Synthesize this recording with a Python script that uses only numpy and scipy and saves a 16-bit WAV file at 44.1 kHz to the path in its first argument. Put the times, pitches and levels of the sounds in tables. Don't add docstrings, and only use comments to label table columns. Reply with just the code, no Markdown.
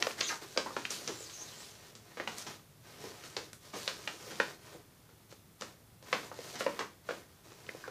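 import sys
import numpy as np
from scipy import signal
from scipy.fft import rfft, irfft
from scipy.io import wavfile
from scipy.ndimage import uniform_filter1d

SR = 44100
rng = np.random.default_rng(int(sys.argv[2]) if len(sys.argv) > 2 else 0)


def pcm_store(signal):
    levels = np.round(np.clip(np.atleast_2d(signal), -1, 1) * 32767)
    wavfile.write(sys.argv[1], SR, levels.astype(np.int16).T)


N = 348390


def gain_of(db):
    return 10 ** (np.asarray(db) / 20)


def evened(x):
    return x / np.sqrt(np.mean(abs(x) ** 2) + 1e-20)


def read(points, hz):
    f, value = np.transpose(points)
    return np.interp(np.log(hz + 1), np.log(f + 1), value)


def add(mix, start_s, sound):
    part = mix[max(round(start_s * SR), 0):][:len(sound)]
    part += sound[:len(part)]


def coloured(x, spectrum):
    hz = np.fft.rfftfreq(N, 1 / SR)
    return evened(irfft(rfft(x) * gain_of(read(spectrum, hz)), N))


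def causal(gain):
    log_gain = np.log(np.maximum(gain / gain.max(), 1e-5))
    circle = np.r_[log_gain, log_gain[-2:0:-1]]
    phase = -signal.hilbert(circle).imag[:len(gain)]
    return gain * np.exp(1j * phase)


FACET_RING_DB = 11.5
FLAP_HZ, FLAP_HZ_PER_DB = 538, 5
HEAVE_HZ, HEAVE_OCTAVES, HEAVE_DB = 191, 0.53, -28
# start_s, crack_energy_db, crack_hz, crack_spread_octaves, facet_ring_hz,
# flap_energy_db, room_db (before the common echo_db)
CREASE_SNAPS = [(0.0244, -0.5, 2140, 1.05, 5730, -19, -8), (0.0682, -8.5, 1270, 1.4, 5330, -5, -9),
                (0.1076, -16.5, 900, 2.4, 2490, -34, -15), (0.2071, -8, 3520, 1.3, 6800, -43, -5),
                (0.2099, -4, 2300, 1.1, 4640, -15.5, -3.5), (0.5621, -24, 1300, 0.49, 1390, -16, 1),
                (0.5745, -1.5, 1540, 2, 5000, -5.5, -4), (0.6604, -13.5, 980, 0.76, 820, -18, -0.5),
                (0.7047, -23, 1200, 0.64, 1280, -20, -2), (0.7648, -6.5, 940, 1.74, 1300, -9.5, -5),
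                (0.8517, -7.5, 2170, 1.23, 2550, -29, -9.5), (0.9054, -11.5, 6500, 4, 6100, -24, -4.5),
                (1.0164, -46, 2500, 2.4, 1260, -23, -1.5), (1.076, -10, 2690, 4.1, 5800, -32, -1.5),
                (1.0919, -21.5, 2500, 4, 880, -13.5, 0.5), (1.206, -30, 6660, 1.6, 2050, -24, -0.5),
                (1.9523, -26.5, 5730, 2, 1180, -37, 0), (2.1709, -21.5, 1710, 1.05, 900, -21, 2),
                (2.199, -11, 1550, 1.04, 1910, -8.5, -4.5), (2.2743, -8.5, 1030, 1.7, 2780, -29, -4),
                (2.383, -18.5, 7840, 2, 1800, -32, -7), (2.466, -21.5, 1530, 1.9, 5700, -27, 5.5),
                (3.0392, -26, 900, 3.3, 900, -20.5, 2), (3.2372, -25.5, 2870, 2.5, 1260, -34, 1.5),
                (3.366, -9, 1100, 3.9, 4440, -16, -2.5), (3.531, -23, 7640, 3.8, 1490, -44, -3.5),
                (3.7339, -27, 1590, 2.6, 1160, -22, 10.5), (3.7582, -23, 700, 2.4, 1210, -21, 2),
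                (3.877, -5, 2160, 1.5, 4110, -15.5, -3.5), (4.0749, -7.5, 1450, 1.7, 2800, -28, -4.5),
                (4.307, -24, 3000, 2.1, 1460, -37, 5), (4.3997, 1.5, 1610, 1.06, 1620, -2.5, -6.5),
                (4.7461, -49, 3000, 3, 1410, -25.5, 1), (5.0898, -38, 885, 2.6, 1400, -36.5, -1),
                (5.3252, -30.5, 3760, 3.5, 1460, -26.5, -9), (5.6106, -18.5, 5700, 2.5, 955, -25, -3.5),
                (5.6203, -15, 2200, 2.4, 1320, -20.5, -3.5), (6.026, -32.5, 4130, 3.3, 1400, -28.5, -3),
                (6.128, -1.5, 1980, 1.03, 1090, -9, -4.5), (6.132, -9, 750, 1.5, 2020, -22, 0.5),
                (6.3147, -15.5, 900, 0.84, 1140, -20, -7), (6.389, -27, 2450, 2.5, 2110, -16.5, -5),
                (6.5547, -21.5, 1620, 1.7, 6000, -48, 5.5), (6.6066, -11, 2010, 0.98, 1390, -10, -1),
                (6.6638, -9.5, 1200, .79, 2580, -1.5, -3), (6.791, -8.5, 1160, 2.6, 980, -19, -2),
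                (6.8048, -11.5, 1110, 0.72, 1950, -20, -1.5), (7.089, -13.5, 1090, 1.55, 1450, -9, -0.5),
                (7.1081, -18.5, 2240, 1, 1530, -11, -5), (7.518, -28, 905, 3.1, 1070, -28.5, -14),
                (7.666, -29, 3700, 1.3, 3020, -43, -7), (7.6903, -13.5, 1880, 0.78, 1970, -20, -12),
                (7.748, -42, 2770, 3, 2360, -18, -9), (7.8397, -17.5, 1420, 0.44, 1530, -37, -4.5),
                (7.878, -21, 900, 2, 1350, -13, -6)]


def snaps(snap_time=0.0027, snap_hz=1500, shortening=0.35, flap_octaves=0.88, direct_db=0, echo_db=-0.5,
          bounce=0.25, bounce_time=0.001065, ring_in_room=0.47, spread_in_room=1.36):
    out, hz = np.zeros(N), np.fft.rfftfreq(2048, 1 / SR)
    for start_s, crack_db, crack_hz, octaves, ring_hz, flap_db, room_db in CREASE_SNAPS:
        slips = buckle(snap_time * (snap_hz / crack_hz) ** shortening)

        flap_hz = FLAP_HZ + FLAP_HZ_PER_DB * flap_db
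        flap = gain_of(flap_db) * radiated(hz, flap_hz, flap_octaves)
        heave = gain_of(crack_db / 2 + HEAVE_DB) * radiated(hz, HEAVE_HZ, HEAVE_OCTAVES)
        low_motion = np.hypot(flap, heave)

        delay_s = bounce_time * rng.uniform(0.453, 1.484)
        comb = evened(1 + bounce * np.exp(-2j * np.pi * hz * delay_s))
        crack = gain_of(crack_db) * radiated(hz, crack_hz, octaves, ring_hz, FACET_RING_DB) * abs(comb)
        direct = irfft(slips * causal(np.hypot(crack, low_motion)))
        add(out, start_s, gain_of(direct_db) * direct)

        broad = radiated(hz, crack_hz, octaves * spread_in_room, ring_hz, FACET_RING_DB * ring_in_room)
        into_room = irfft(slips * causal(np.hypot(gain_of(crack_db) * broad, low_motion)))
        echoes = signal.fftconvolve(into_room, room())
        add(out, start_s, gain_of(room_db + echo_db) * echoes)
    return out


def buckle(length, size=2048):
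    u = np.arange(size) / SR / length
    burst = rng.standard_normal(size) * np.sqrt(u) * np.exp(-u ** 2)
    slips = evened(rfft(burst))
    smooth_power = uniform_filter1d(abs(slips) ** 2, size=25)
    return evened(slips * causal(1 / np.sqrt(smooth_power + 1e-4)))


# centre_hz, width_hz, level_db
SHEET_RESONANCES = [(512, 164, 10), (696, 53, -1.5), (1030, 310, 0.5), (6100, 2300, 2)]


def radiated(hz, centre_hz, octaves, ring_hz=1000, ring_db=0, top_hz=6700, bottom_hz=220, ring_q=6):
    hump = (1 + (np.log2((hz + 1) / centre_hz) / octaves) ** 2) ** -3
    ring = 1 + (gain_of(ring_db) ** 2 - 1) / (1 + (2 * ring_q * (hz / ring_hz - 1)) ** 2)
    top_hz = max(top_hz, 1.3 * centre_hz)
    ends = (1 + (hz / top_hz) ** 10) * (1 + (bottom_hz / (hz + 1)) ** 4)
    body_db = sum(db / (1 + (2 * (hz - f) / width) ** 2) for f, width, db in SHEET_RESONANCES)
    return evened(np.sqrt(hump * ring / ends) * gain_of(body_db))


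def crinkles(ticks_per_s=30, spread_db=4, under_db=-13, room_db=-4, count=10):
    hz, out = np.fft.rfftfreq(1024, 1 / SR), np.zeros(N)
    for centre_hz in np.geomspace(1500, 9000, count):
        sizes = gain_of(spread_db * np.minimum(rng.exponential(1, N), 3))
        ticks = sizes * (rng.random(N) < ticks_per_s / count / SR)
        tick_sound = irfft(causal(radiated(hz, centre_hz, octaves=2.0)))
        out += signal.oaconvolve(ticks, tick_sound)[:N]
    _, hiss = pushes()
    out = evened(out) * hiss * gain_of(under_db)
    return out + gain_of(room_db) * signal.fftconvolve(out, room())[:N]


# frequency_hz, relative_level_db
RUSTLE_SPECTRUM = [(25, -47), (70, -48), (130, -10.5), (280, -8.5), (500, 2), (750, -6), (1200, -7.5),
                   (2000, -9.5), (3200, -13.5), (8000, -26.5)]
# frequency_hz, relative_level_db
SKIN_SPECTRUM = [(200, -25), (600, -15), (1500, -5.5), (2600, -4.5), (4200, 1), (6400, 0.5), (8000, -5.5),
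                 (10500, -12), (12500, -15.5), (15000, -19)]


def sliding(sheet_db=0, skin_db=0):
    rustle, hiss = pushes()
    sheet = friction(RUSTLE_SPECTRUM, grains_per_s=400, spread_db=4, smooth=.8, patchy_db=1.3, room_db=-3)
    skin = friction(SKIN_SPECTRUM, grains_per_s=1000, spread_db=3.5, smooth=.8, patchy_db=1, room_db=-4)
    return sheet * rustle * gain_of(sheet_db) + skin * hiss * gain_of(skin_db)


def friction(spectrum, grains_per_s, spread_db, smooth, patchy_db, room_db):
    sizes = gain_of(spread_db * np.minimum(rng.exponential(1, N), 4)) * rng.choice([-1, 1], N)
    catches = evened(sizes * (rng.random(N) < grains_per_s / SR))
    contact = catches + smooth * rng.standard_normal(N)

    z = signal.stft(contact, nperseg=512)[2]
    patches = uniform_filter1d(rng.standard_normal(z.shape), size=9, axis=0)
    patches = evened(uniform_filter1d(patches, size=7, axis=1))
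    rub = signal.istft(z * gain_of(patchy_db * patches), nperseg=512)[1][:N]
    echoes = signal.fftconvolve(rub, room())[:N]
    return coloured(rub + gain_of(room_db) * echoes, spectrum)


SETTLE_DB_PER_S = 167
CREEP_DB, CREEP_DB_PER_S = -23.5, 25
# start_s, swell_s, length_s (start to release), rustle_db, hiss_db
HAND_PUSHES = [(0.0, 0.0016, .11, -46, -47), (0.167, 0.038, .03, -46, -43.5),
               (0.24, 0.077, 0.064, -48.5, -41.5), (0.412, .01, 0.023, -47.5, -51.5),
               (0.446, 0.15, 0.56, -59, -53.5), (0.896, 0.034, 0.024, -48.5, -37.5),
               (0.95, .02, .21, -53, -51), (1.166, 0.051, 0.53, -58, -53), (1.7, 0.05, 0.2, -59, -61),
               (1.93, 0.32, 0.37, -59, -60.5), (2.266, .015, 0.1, -55, -54.5),
               (2.361, 0.027, 0.036, -51.5, -44.5), (2.449, .025, 0.076, -50, -54),
               (2.816, 0.096, 0.17, -56, -59.5), (2.975, 0.06, 0.13, -51, -54),
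               (3.12, 0.059, 0.34, -56.5, -58), (3.23, 0.022, 0.035, -61, -55),
               (3.599, 0.063, 0.091, -59, -58), (3.72, 0.072, 0.16, -52.5, -47.5),
               (3.872, 0.067, 0.28, -55.5, -55), (4.14, 0.13, 0.36, -51, -53),
               (4.583, 0.1, 0.17, -55, -60.5), (4.85, .08, 0.37, -72.5, -75), (5.288, .03, 0.037, -62, -61),
               (5.587, 0.032, 0.11, -58.5, -61.5), (6.016, 0.15, 0.25, -50, -54.5),
               (6.297, 0.21, 0.25, -51, -51.5), (6.58, 0.022, 0.027, -49, -44),
               (6.673, 0.037, 0.15, -51.5, -58), (7.036, 0.076, 0.14, -53.5, -59),
               (7.257, .04, 0.15, -69, -73), (7.432, 0.027, 0.34, -61.5, -63),
               (7.674, 0.02, 0.2, -56.5, -61)]


def pushes():
    t, power = np.arange(0, N / SR, .002), 0
    for start, swell, length, rustle_db, hiss_db in HAND_PUSHES:
        rise = np.sin(np.pi / 2 * np.clip((t - start) / swell, 0, 1))
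        after = np.maximum(t - start - length, 0)
        fall = gain_of(np.maximum(-SETTLE_DB_PER_S * after, CREEP_DB - CREEP_DB_PER_S * after))
        power = power + np.outer(gain_of([rustle_db, hiss_db]), rise * fall) ** 2
    return [np.interp(np.arange(N) / SR, t, np.sqrt(p)) for p in power]


SQUEAK_LOW_HZ = 223
# start_s, length_s, start_hz, end_hz, width_hz, level_db (rms before the high-pass)
FINGERTIP_SQUEAKS = [(0.177, 0.024, 1410, 1900, 700, -48), (0.219, 0.06, 3395, 3850, 700, -45.5),
                     (0.22, .042, 6160, 7100, 700, -44.5), (0.262, 0.047, 6500, 5780, 700, -43.5),
                     (0.272, .04, 4700, 4080, 800, -46), (0.285, .03, 2893, 1392, 900, -41),
                     (0.298, 0.0435, 1302, 1203, 1100, -43.5), (1.136, 0.099, 6860, 7900, 500, -59.5),
                     (1.20, 0.059, 7970, 6050, 500, -57), (1.242, 0.045, 5400, 4330, 550, -56.5),
                     (1.283, 0.048, 4360, 3080, 500, -62), (1.314, .08, 6600, 5970, 650, -55.5),
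                     (1.376, 0.057, 5700, 6530, 700, -52.5), (1.411, 0.024, 6440, 6400, 250, -50),
                     (1.452, 0.063, 4160, 3720, 500, -60), (1.508, 0.048, 3300, 2930, 400, -61.5),
                     (1.555, .07, 7070, 8200, 650, -60), (4.195, 0.2, 527, 485, 156, -58.5)]


def squeaks(room_db=-4):
    out = np.zeros(N)
    for start_s, length_s, start_hz, end_hz, width_hz, level_db in FINGERTIP_SQUEAKS:
        n = int(length_s * SR)
        phase = 2 * np.pi * np.cumsum(np.geomspace(start_hz, end_hz, n)) / SR
        b, a = signal.butter(2, width_hz / 2, fs=SR)
        grip = signal.lfilter(b, a, rng.standard_normal((2, SR // 2)))[:, :n]
        note = grip[0] * np.cos(phase) + grip[1] * np.sin(phase)
        add(out, start_s, gain_of(level_db) * evened(note * signal.windows.tukey(n, .6)))
    out = signal.sosfilt(signal.butter(2, SQUEAK_LOW_HZ, "high", fs=SR, output="sos"), out)
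    return out + gain_of(room_db) * signal.fftconvolve(out, room())[:N]


# frequency_hz, t60_s
REVERBERATION = [(150, 0.6), (500, 0.23), (1500, 0.29), (4500, 0.33), (12000, 0.34)]
# frequency_hz, level_db
ECHO_COLOUR = [(120, 7), (300, 11.5), (520, -6.5), (750, 6), (1100, 5.5), (2500, 2), (6000, 0.5),
               (14000, 7)]


def room(gap=0.0027, early=1.0, early_time=0.092):
    t = np.arange(SR // 2) / SR
    z = signal.stft(rng.standard_normal(len(t)), nperseg=512)[2]
    diffuse = signal.istft(z / abs(z), nperseg=512)[1][:len(t)]
    boosted = diffuse * (t > gap) * (1 + early * np.exp(-t / early_time))
    hz, when, z = signal.stft(boosted, SR, nperseg=256)
    z = z * gain_of(-60 * when / read(REVERBERATION, hz)[:, None])
    norm = np.linalg.norm(signal.istft(z, SR, nperseg=256)[1])
    return signal.istft(z * gain_of(read(ECHO_COLOUR, hz))[:, None], SR, nperseg=256)[1] / norm


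AMBIENCE_DB = -60.5
# frequency_hz, relative_level_db
AMBIENCE_SPECTRUM = [(15, -21), (25, -25.5), (109, -3.5), (154, -6), (207, -11.5), (588, -20.5),
                     (2240, -26.5), (3180, -29.5), (3440, -25), (3730, -29), (4040, -28), (4750, -28.5),
                     (8320, -30.5), (9270, -29.5), (15000, -29.5)]


def ambience(hum_hz=110, hum_width_hz=10, hum_db=-72):
    hz = np.fft.rfftfreq(N, 1 / SR)
    resonance = 1 / (1 + (2 * (hz - hum_hz) / hum_width_hz) ** 2)
    hum = irfft(rfft(rng.standard_normal(N)) * resonance, N)
    floor = coloured(rng.standard_normal(N), AMBIENCE_SPECTRUM)
    return gain_of(AMBIENCE_DB) * floor + gain_of(hum_db) * evened(hum)


def scene():
    return (snaps() + crinkles() + sliding() + squeaks() + ambience())[None]


EDGE_HZ = 15150


def record(dry):
    low_pass = signal.firwin(511, EDGE_HZ, window=("kaiser", 9), fs=SR)
    return signal.oaconvolve(dry, low_pass[None], "same")


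dry = scene()
out = record(dry)
pcm_store(out)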